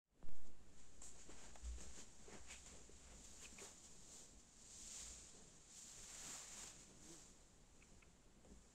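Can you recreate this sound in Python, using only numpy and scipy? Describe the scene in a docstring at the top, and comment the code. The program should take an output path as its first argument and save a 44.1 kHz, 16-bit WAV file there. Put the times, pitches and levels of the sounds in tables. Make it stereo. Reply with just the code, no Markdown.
"""Wet rubber boots shuffle and rub on a tiled floor, beside a phone standing low in a small tiled room.
The water film fizzes under the sliding soles, pressed rubber rasps, treads squelch, heels knock,
and stick-slip makes a sole chirp or groan. Heavy steps boom softly over a faint room rumble.
At the start come a knock of the phone's case, two dry clicks and a subsonic swell as the input settles.
The microphone ports ring near 7 kHz."""
import sys
import numpy as np
from scipy import signal
from scipy.fft import rfft, irfft, next_fast_len
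from scipy.io import wavfile
from scipy.ndimage import uniform_filter1d

SR = 44100
rng = np.random.default_rng(int(sys.argv[2]) if len(sys.argv) > 2 else 0)


def unload_wav(signal):
    """Save mono or channel-first audio to the path in sys.argv[1] as 16-bit WAV at rate SR, clipped to [-1, 1]."""
    wavfile.write(
        sys.argv[1],
        SR,
        np.round(np.clip(np.atleast_2d(signal).T, -1, 1) * 32767).astype(np.int16),
    )


N = 385434
TIME = np.arange(N) / SR
FFT_SIZE = next_fast_len(N + SR // 2, True)
FREQ = np.maximum(np.fft.rfftfreq(FFT_SIZE, 1 / SR), 1)


def undb(db):
    """Decibels to gain."""
    return 10 ** (np.asarray(db) / 20)


def unit(x):
    """Scale to rms 1."""
    return x / np.sqrt(np.mean(x ** 2))


def filtered(x, response):
    """Apply a frequency response."""
    return irfft(rfft(x, FFT_SIZE) * response, FFT_SIZE)[..., :N]


def colour(points):
    """Gain per frequency from (frequency [Hz], level [dB]) points."""
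    hz, db = np.transpose(points)
    return undb(np.interp(np.log(FREQ), np.log(hz), db))


def contour(points):
    """Gain per sample from (time [s], level [dB]) points."""
    return undb(np.interp(TIME, *np.transpose(points)))


def panned(points):
    """Stereo gains from (frequency [Hz], left minus right [dB]) points."""
    ratio = colour(points)
    return np.sqrt([ratio, 1 / ratio])


def resonance(hz, width_hz):
    """Damped resonance, gain 1 at its centre."""
    return 1 / (1 + 1j * (FREQ ** 2 - hz ** 2) / (FREQ * width_hz))


def ring(x, hz, q):
    """Two passes through one resonance, for steep skirts; rms 1."""
    b, a = signal.iirpeak(hz, max(q, .3), fs=SR)
    return unit(signal.lfilter(b, a, signal.lfilter(b, a, x)))


def wander(rate_hz):
    """Smooth random drift, spread near 1."""
    hold = int(SR / rate_hz)
    steps = np.repeat(rng.standard_normal(N // hold + 1), hold)
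    return 1.08 * uniform_filter1d(steps, hold)[:N]


def swell(age_s, rise_s, fall_s, firmness):
    """Envelope, 1 at age 0; firmness 1 is pointed, 3 starts and stops abruptly."""
    return np.exp(-np.abs(age_s / np.where(age_s < 0, rise_s, fall_s)) ** firmness)


def bloom(age_s, rise_s):
    """Envelope: grows to 1 at rise_s, then dies away."""
    return age_s / rise_s * np.exp(1 - age_s / rise_s)


def add(track, start_s, sound):
    """Mix a sound into a track."""
    i = max(int(start_s * SR), 0)
    track[..., i:i + sound.shape[-1]] += sound[..., :N - i]


def crackle(rate_hz, spread_db, size):
    """Tiny slips and bursting films: random clicks of uneven size; rms 1."""
    clicks = np.zeros(size)
    hit = rng.random(size) < rate_hz / SR
    sign, strength = rng.standard_normal((hit.sum(), 2)).T
    clicks[hit] = np.sign(sign) * undb(spread_db * strength)
    return unit(clicks)


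def slips(rate_hz, spread_db, size, scatter_db=8.0, wall_db=-2, wall_lag_ms=.8):
    """Stereo clicks: direct ones shared, side-wall ones late on the left, other echoes independent."""
    direct, wall, left, right = (crackle(rate_hz, spread_db, size) for _ in range(4))
    mirrored = np.array([np.roll(wall, int(wall_lag_ms * SR / 1000)), wall])
    return unit(direct + undb(wall_db) * mirrored + undb(scatter_db) * np.array([left, right]))


def rumble(db=-66.0, flutter_db=2.0, shared_hz=330, bass_hz=700):
    """Room rumble; flutters in the bass, where both sides hear nearly the same."""
    # rumble spectrum: (frequency [Hz], relative density [dB])
    spectrum = [(20, 4.5), (45, 1), (62, -1), (90, -8.5), (130, -7), (200, -4.5), (300, -10), (400, -10.5),
                (700, -16), (1500, -21.5), (3000, -24.5), (8000, -32), (10000, -34), (15000, -49.5)]
    # rumble balance: (frequency [Hz], left minus right [dB])
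    balance = [(50, 6.5), (200, 6), (500, 5), (1200, 3.5), (3000, 0.5), (8000, -2)]
    shared_power = .85 / (1 + (FREQ / shared_hz) ** 2)
    air = filtered(rng.standard_normal(N), np.sqrt(shared_power))
    air = air + filtered(rng.standard_normal((2, N)), np.sqrt(1 - shared_power))
    flutter = undb(flutter_db * wander(20))
    air = air + filtered(air, FREQ < bass_hz) * (flutter - 1)
    return undb(db) * unit(filtered(air, colour(spectrum) * panned(balance)))


def film_fizz(fizz, speed, top_hz=10000, reference_db=-68, growth=0.43):
    """A faster sole fizzes louder; the top hiss brightens with louder strokes."""
    # top hiss at the reference level: (time [s], gain above top_hz [dB])
    top_brightness = [(2.8, -2), (3.3, 1.5), (4.2, 0.5), (4.5, -1.5), (5.68, -7.5), (5.76, 0.5),
                      (6.69, 0.5), (6.75, -1), (7.05, 2)]
    top_gain = contour(top_brightness) * (speed / undb(reference_db)) ** growth
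    return speed * (fizz + filtered(fizz, FREQ > top_hz) * (top_gain - 1))


def sliding(fizz_db=-1.5, rasp_db=-1, creep_rasp_db=-6, hollow_db=-4, hollow_q=0.34, judder_db=0.94):
    """Dense micro-slips of wet rubber; the grip judders and shakes fizz and rasp together."""
    # water film: (frequency [Hz], relative density [dB])
    fizz_spectrum = [(1500, -27.5), (3500, -7.5), (5500, -5), (7200, -3.5), (8600, -7.5), (9200, -11),
                     (9700, -20), (12500, -24), (15500, -31)]
    # pressed rubber: (frequency [Hz], relative density [dB])
    rasp_spectrum = [(200, 4), (550, 7.5), (900, 7), (1400, 3.5), (2000, 1.5), (2800, 1.5), (4200, -4.5),
                     (6000, -10.5), (10000, -40)]
    # soles creeping between strokes: (time [s], level [dB])
    creep = [(.2, -95), (.62, -89), (.9, -78.5), (1.3, -71), (2.4, -71.5), (2.6, -67.5), (2.9, -72.5),
             (3.3, -66.5), (3.95, -69), (4.48, -78), (5.4, -72.5), (6.9, -75), (7.55, -79), (8.38, -88),
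             (8.52, -77.5)]
    # sole strokes: (fastest at [s], level [dB], rise [s], fall [s], rasp offset [dB],
    # hollow under the sole [Hz], firmness [-])
    strokes = [(.35, -78.5, .055, .091, -2, 600, 1.2), (.474, -76, .033, .018, -4, 450, 1.2),
               (.8, -71, 0.055, 0.099, -5, 2000, 0.76), (1.037, -64.5, .016, 0.077, -8, 905, 1.1),
               (1.204, -67.5, 0.035, 0.06, -7, 2460, 1), (1.307, -70.5, .017, .044, 2, 1810, 1.5),
               (1.435, -67, 0.077, 0.073, 2, 1000, 1.5), (1.653, -66, .018, 0.072, -7, 2770, 1.3),
               (1.816, -63.5, 0.051, 0.12, -6, 1780, 1.2), (1.992, -62, 0.04, 0.047, -7, 1850, 1.7),
               (2.335, -65, 0.054, 0.054, 3, 1110, 0.95), (2.52, -61, 0.038, 0.054, -4, 2300, 1.7),
               (2.666, -65.5, .008, .12, -3.5, 2180, 1.2), (3.11, -74.5, 0.097, 0.038, 3, 1780, 1.4),
               (3.25, -63, 0.027, 0.029, -14, 2800, 1.2), (3.442, -61.5, 0.035, .028, -5, 2380, 1.8),
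               (3.635, -60, 0.062, 0.073, -4, 800, 1.7), (3.86, -69.5, .06, 0.035, -10, 400, 1.2),
               (4.16, -62.5, .11, 0.13, -9.5, 400, 1.3), (4.4, -69.5, 0.023, 0.021, -14, 2600, 1.2),
               (4.85, -61, 0.22, 0.16, -33, 4540, 1.26), (5, -56.5, .19, 0.26, -12, 1980, 1.05),
               (5.77, -62, 0.076, 0.14, -24, 3000, 2), (5.9, -63, .11, 0.2, -17, 2590, 1.2),
               (6.17, -59, 0.22, 0.47, -8.5, 2080, 1.3), (6.32, -59, 0.11, 0.13, -8.5, 1250, 2.4),
               (6.635, -58.5, 0.14, 0.079, -7.5, 1600, 1.5), (6.8, -67.5, 0.028, 0.079, -10, 2260, 1.3),
               (7.04, -67, .016, .04, -11, 2990, 1.8), (7.115, -63.5, 0.087, .17, -8.5, 910, 1.15),
               (7.83, -76, 0.1, 0.36, -8.5, 2300, 0.99)]
    fizz = unit(filtered(slips(rate_hz=14000, spread_db=3, size=N), colour(fizz_spectrum)))
    rasp = unit(filtered(slips(rate_hz=6000, spread_db=3, size=N), colour(rasp_spectrum)))
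    fizz_power = contour(creep) ** 2
    rasp_power = fizz_power * undb(creep_rasp_db) ** 2
    hollow = np.zeros((2, N))
    for at_s, db, rise_s, fall_s, press_db, hz, firmness in strokes:
        near = slice(*np.searchsorted(TIME, [at_s - 4 * rise_s, at_s + 4 * fall_s]))
        speed = undb(db) * swell(TIME[near] - at_s, rise_s, fall_s, firmness)
        force = speed * undb(press_db)
        fizz_power[near] += speed ** 2
        rasp_power[near] += force ** 2
        hollow[:, near] += force * ring(rasp[:, near], hz, hollow_q)
    water = undb(fizz_db) * film_fizz(fizz, np.sqrt(fizz_power))
    rubber = undb(rasp_db) * rasp * np.sqrt(rasp_power) + undb(hollow_db) * hollow
    return (water + rubber) * undb(judder_db * wander(70))


def case_knock(start_s=.2277, db=-48, tick_hz=1500, thud_hz=170, sag_s=0.0012, decay_s=0.011):
    """The phone's case settles on the floor by the left port: a tick that drops at once to a thud."""
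    out, t = np.zeros(N), TIME[:SR // 8]
    hz = thud_hz + (tick_hz - thud_hz) * np.exp(-t / sag_s)
    phase = 2 * np.pi * np.cumsum(hz) / SR
    add(out, start_s, undb(db) * np.exp(-t / decay_s) * np.sin(phase))
    return out * undb([[0], [-24]])


def input_settling(start_s=0.24, rise_s=0.087, db=-33, pan_db=6.5, undershoot_db=-21, undershoot_s=0.6,
                   drift_db=-25, drift_decay_s=3.1):
    """A slow subsonic swell, undershoot and fading drift as the input settles."""
    age_s = np.maximum(TIME - start_s, 0)
    wave = bloom(age_s, rise_s) - undb(undershoot_db) * bloom(age_s, undershoot_s)
    drift = undb(drift_db) * uniform_filter1d(wander(12), SR // 12)
    settling = np.minimum(age_s / rise_s, 1) * np.exp(-age_s / drift_decay_s)
    return (wave + drift * settling) * undb([[db + pan_db], [db - pan_db]])


def dry_clicks(decay_s=.012, rise_s=.00003, right_db=-11):
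    """Two dry clicks near the start, each a sudden step that quickly decays."""
    # clicks: (time [s], level [dB])
    clicks = [(0.2893, -44.5), (0.329, -53)]
    out, t = np.zeros(N), TIME[:SR // 8]
    step = -(1 - np.exp(-t / rise_s)) ** 3 * np.exp(-t / decay_s)
    for start_s, db in clicks:
        add(out, start_s, undb(db) * step)
    return out * undb([[0], [right_db]])


def pops(hz=7400, rise_s=.0003, pitch_spread=.05):
    """Tiny bubbles burst at a sole's edge, each a bright tick at its own pitch."""
    # bursts: (time [s], level [dB])
    bubbles = [(1.0161, -57), (1.0189, -47), (1.0213, -51), (1.8055, -53), (1.811, -52), (2.6615, -52)]
    out, t = np.zeros(N), TIME[:SR // 100]
    for start_s, db in bubbles:
        pitch_hz = hz * (1 + pitch_spread * rng.standard_normal())
        add(out, start_s, undb(db) * bloom(t, rise_s) * np.sin(2 * np.pi * pitch_hz * t))
    return out


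def knocks(heel_q=.75, splash_hz=7400, splash_q=5.2):
    """Heel or toe lands: a short dull knock, with a spit of water from the closing gap."""
    # impacts: (time [s], level [dB], decay by 27 dB [s], relative splash [dB])
    impacts = [(1.0185, -61, 0.022, -9), (1.555, -53.5, 0.019, -20), (1.653, -62, 0.012, -5),
               (1.805, -58.5, 0.018, -5), (2.661, -61, .018, -4), (8.446, -69, 0.02, -8)]
    # heel resonances: (frequency [Hz], gain [dB])
    heel_modes = [(900, 4.5), (2600, -8.5)]
    out, t = np.zeros(N), TIME[:SR // 8]
    for start_s, db, decay_s, splash_db in impacts:
        body, spit = rng.standard_normal((2, len(t)))
        heel = sum(undb(mode_db) * ring(body, hz, heel_q) for hz, mode_db in heel_modes)
        splash = undb(splash_db) * ring(spit, splash_hz, splash_q)
        add(out, start_s, undb(db) * np.exp(-np.pi * t / decay_s) * (heel + splash))
    return out


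def squirt(start_s=1.02, db=-65.0, rise_s=0.029, hz=7600, q=2.5):
    """The first weight on the sole drives a thin, hissing jet of water from under its edge."""
    out, t = np.zeros((2, N)), TIME[:SR // 4]
    jet = ring(slips(rate_hz=9000, spread_db=3.3, size=len(t)), hz, q)
    add(out, start_s, undb(db) * bloom(t, rise_s) * jet)
    return out


def treads(q=0.91, slip_hz=1500, grain_db=3, rise_share=0.052):
    """A tread presses out water: a burst of slips rings the pocket under the sole."""
    # presses: (time [s], level [dB], decay by 40 dB [s], pocket [Hz])
    presses = [(1.146, -66.5, .12, 420), (1.285, -59, 0.2, 310), (1.78, -60, .039, 350),
               (1.805, -62, .19, 304), (1.97, -61.5, .15, 290), (2.18, -68, .15, 218),
               (2.285, -62, 0.12, 438), (2.319, -63, .13, 400), (3.421, -67, .11, 450),
               (3.521, -67.5, 0.15, 197), (3.612, -62, 0.15, 400), (8.443, -65, .12, 430),
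               (8.5, -63.5, 0.098, 280)]
    out, t = np.zeros((2, N)), TIME[:SR]
    for start_s, db, decay_s, hz in presses:
        rise_s = rise_share * decay_s
        squeeze = np.minimum(t / rise_s, 1) * undb(-40 * np.maximum(t - rise_s, 0) / decay_s)
        pocket = ring(slips(slip_hz, grain_db, len(t)), hz, q)
        add(out, start_s, undb(db) * squeeze * pocket)
    return out


def bumps():
    """A rubber sole's edge lands: a hollow note that dies within a few cycles."""
    # landings: (time [s], level [dB], rise [s], pitch [Hz])
    landings = [(1.289, -54.5, 0.0061, 339), (2.278, -54, 0.0045, 407), (2.321, -59, 0.0035, 390),
                (2.893, -55.5, 0.0026, 425), (3.614, -58, .008, 395), (8.447, -67, 0.0015, 430),
                (8.517, -66, .0038, 200)]
    out, t = np.zeros(N), TIME[:SR // 10]
    for start_s, db, rise_s, hz in landings:
        add(out, start_s, undb(db) * bloom(t, rise_s) ** 2 * np.sin(2 * np.pi * hz * t))
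    return out


def boom(hz=59, q=2.7, pan_db=2.0):
    """Heavy steps set a low room mode swelling and fading; lighter shifts stir it at random."""
    # light shifts of weight: (time [s], level [dB])
    shifts = [(1.6, -77), (2.02, -72), (2.12, -82), (2.22, -71), (3.1, -72), (3.55, -74), (3.9, -90)]
    # heavy steps: (time [s], level [dB], rise [s])
    steps = [(1.617, -44.5, 0.063), (1.848, -56.5, 0.03), (2.375, -61.5, 0.04), (4.98, -62.5, 0.11),
             (8.46, -62.5, 0.073)]
    out = ring(rng.standard_normal(N), hz, q) * contour(shifts)
    t = TIME[:SR]
    for start_s, db, rise_s in steps:
        add(out, start_s, undb(db) * bloom(t, rise_s) ** 2 * np.sin(2 * np.pi * hz * t))
    return out * undb([[pan_db], [-pan_db]])


def squelches(q=2.3, slip_hz=1800, grain_db=3, shrink_per_s=1.5):
    """Water forced through a tread groove rings it; the note climbs as the groove shrinks."""
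    # squeezes: (loudest at [s], level [dB], half length [s], groove pitch when loudest [Hz])
    squeezes = [(1.992, -79, .03, 2060), (2.335, -65.5, 0.02, 1970), (2.523, -60, 0.039, 2520),
                (3.603, -65, .011, 2400)]
    out, t = np.zeros((2, N)), TIME[:SR // 3]
    age_s = t - t.mean()
    read_index = np.cumsum(np.exp(shrink_per_s * age_s))
    for at_s, db, half_s, hz in squeezes:
        groove = ring(slips(slip_hz, grain_db, SR), hz, q)
        gliding = np.array([np.interp(read_index, np.arange(SR), side) for side in groove])
        add(out, at_s - t.mean(), undb(db) * np.exp(-(age_s / half_s) ** 2) * gliding)
    return out


def shuffles(q=0.74, slip_hz=2500, grain_db=3.0, firmness=3):
    """A loose boot drags softly: a low, diffuse rustle with no impact."""
    # drags: (loudest at [s], level [dB], half length [s], centre [Hz])
    drags = [(2.35, -63.5, 0.031, 230), (2.765, -68, 0.063, 420), (3.126, -69, .022, 620),
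             (5.385, -70.5, 0.069, 380), (6.295, -67.5, 0.053, 260), (6.655, -68.5, .025, 230),
             (6.93, -71.5, 0.063, 300)]
    out, t = np.zeros((2, N)), TIME[:SR // 2]
    for at_s, db, half_s, hz in drags:
        speed = swell(t - t.mean(), half_s, half_s, firmness)
        rustle = ring(slips(slip_hz, grain_db, len(t)), hz, q)
        add(out, at_s - t.mean(), undb(db) * speed * rustle)
    return out


def chirps(q=5.7, lower_ratio=0.594, slip_gap_s=.0018, jitter=.2):
    """A tread edge sticks and slips a few times, fast; each slip rings the rubber at two pitches."""
    # slip bursts: (loudest at [s], level [dB], half length [s], pitch [Hz], lower partial [dB])
    bursts = [(3.446, -58.5, .002, 2850, -12), (3.455, -52.8, .0036, 2600, -11),
              (3.587, -53.5, .0036, 2270, -13), (7.8122, -66, .002, 2500, 0),
              (7.8218, -64, .0012, 2400, -2), (7.8258, -59.8, .003, 2350, -8),
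              (8.0268, -58.5, .0046, 2330, 0)]
    out, t = np.zeros(N), TIME[:SR // 10]
    middle_s = t.mean()
    for at_s, db, half_s, hz, lower_db in bursts:
        grip = 1 / np.cosh(2 * (t - middle_s) / half_s)
        slip_count = np.cumsum(1 + jitter * wander(500)[:len(t)]) / (slip_gap_s * SR)
        jerks = grip * np.diff(np.floor(slip_count), prepend=0)
        note = ring(jerks, hz, q) + undb(lower_db) * ring(jerks, hz * lower_ratio, q)
        grip_rms = np.sqrt(np.mean(grip ** 2))
        add(out, at_s - middle_s, undb(db) * grip_rms * unit(note))
    return out


def groan(partials_db=(-3, 0, -12, -20), jitter=.04, shimmer_db=2.5):
    """A dragged sole groans: slow, uneven stick-slip whose rate follows its speed."""
    # drag: (time [s], slip rate [Hz], level [dB])
    drag = [(6.88, 150, -75), (7.06, 153.6, -72.5), (7.09, 158, -66), (7.115, 171, -60), (7.15, 161, -64.5),
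            (7.19, 146, -74), (7.23, 140, -94)]
    times_s, hz, db = np.transpose(drag)
    slip_hz = np.interp(TIME, times_s, hz) * (1 + jitter * wander(160))
    phase = 2 * np.pi * np.cumsum(slip_hz) / SR
    tone = sum(undb(partial_db + shimmer_db * wander(110)) * np.sin(k * phase)
               for k, partial_db in enumerate(partials_db, 1))
    envelope = np.interp(TIME, times_s, undb(db), left=0, right=0)
    return unit(tone) * envelope * undb([[3], [-9]])


def tiled_room(x, right_lag_ms=0.3297, wet_db=-11, t60_s=0.33):
    """Sound reaches the left port first; the tiles ring briefly and standing waves colour the lows."""
    # standing waves between the walls: (frequency [Hz], width [Hz], gain [dB])
    modes = [(202, 37, -3.5), (398, 74, -9.5)]
    # boot balance, lows left and highs right: (frequency [Hz], left minus right [dB])
    balance = [(200, 14.5), (500, 4.5), (900, -2.5), (1500, -6.5), (2100, -10), (4000, -7.5), (7000, -5.5),
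               (9000, -3), (14000, 0)]
    t = TIME[:SR // 2]
    direct = np.exp(-2j * np.pi * FREQ * np.array([[0], [right_lag_ms / 1000]]))
    echoes = rng.standard_normal((2, len(t))) * undb(-60 * t / t60_s)
    tail = rfft(unit(echoes) / np.sqrt(len(t)), FFT_SIZE)
    standing = 1 + sum(undb(db) * resonance(hz, width_hz) for hz, width_hz, db in modes)
    return filtered(x, (direct + undb(wet_db) * tail) * standing * panned(balance))


def scene():
    """Boots in the room, over its rumble."""
    boots = sliding() + squelches() + squirt() + pops() + treads()
    boots += shuffles() + bumps() + knocks() + chirps()
    opening = case_knock() + dry_clicks() + input_settling()
    return tiled_room(boots) + groan() + opening + boom() + rumble()


def record(dry, fade_in_s=0.26, top_hz=15720):
    """The microphone ports ring in the treble, the input fades in, and the top is cut."""
    # port resonances, left then right: (frequency [Hz], width [Hz], gain [dB])
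    ports = [(7700, 1250, 3.5), (7250, 1085, 7)]
    response = np.array([1 + undb(db) * resonance(hz, width_hz) for hz, width_hz, db in ports])
    fade = np.minimum(TIME / fade_in_s, 1) ** 2
    lowpass = signal.ellip(10, .2, 70, top_hz, fs=SR, output="sos")
    return signal.sosfilt(lowpass, filtered(dry, response) * fade)


dry = scene()
out = record(dry)
unload_wav(out)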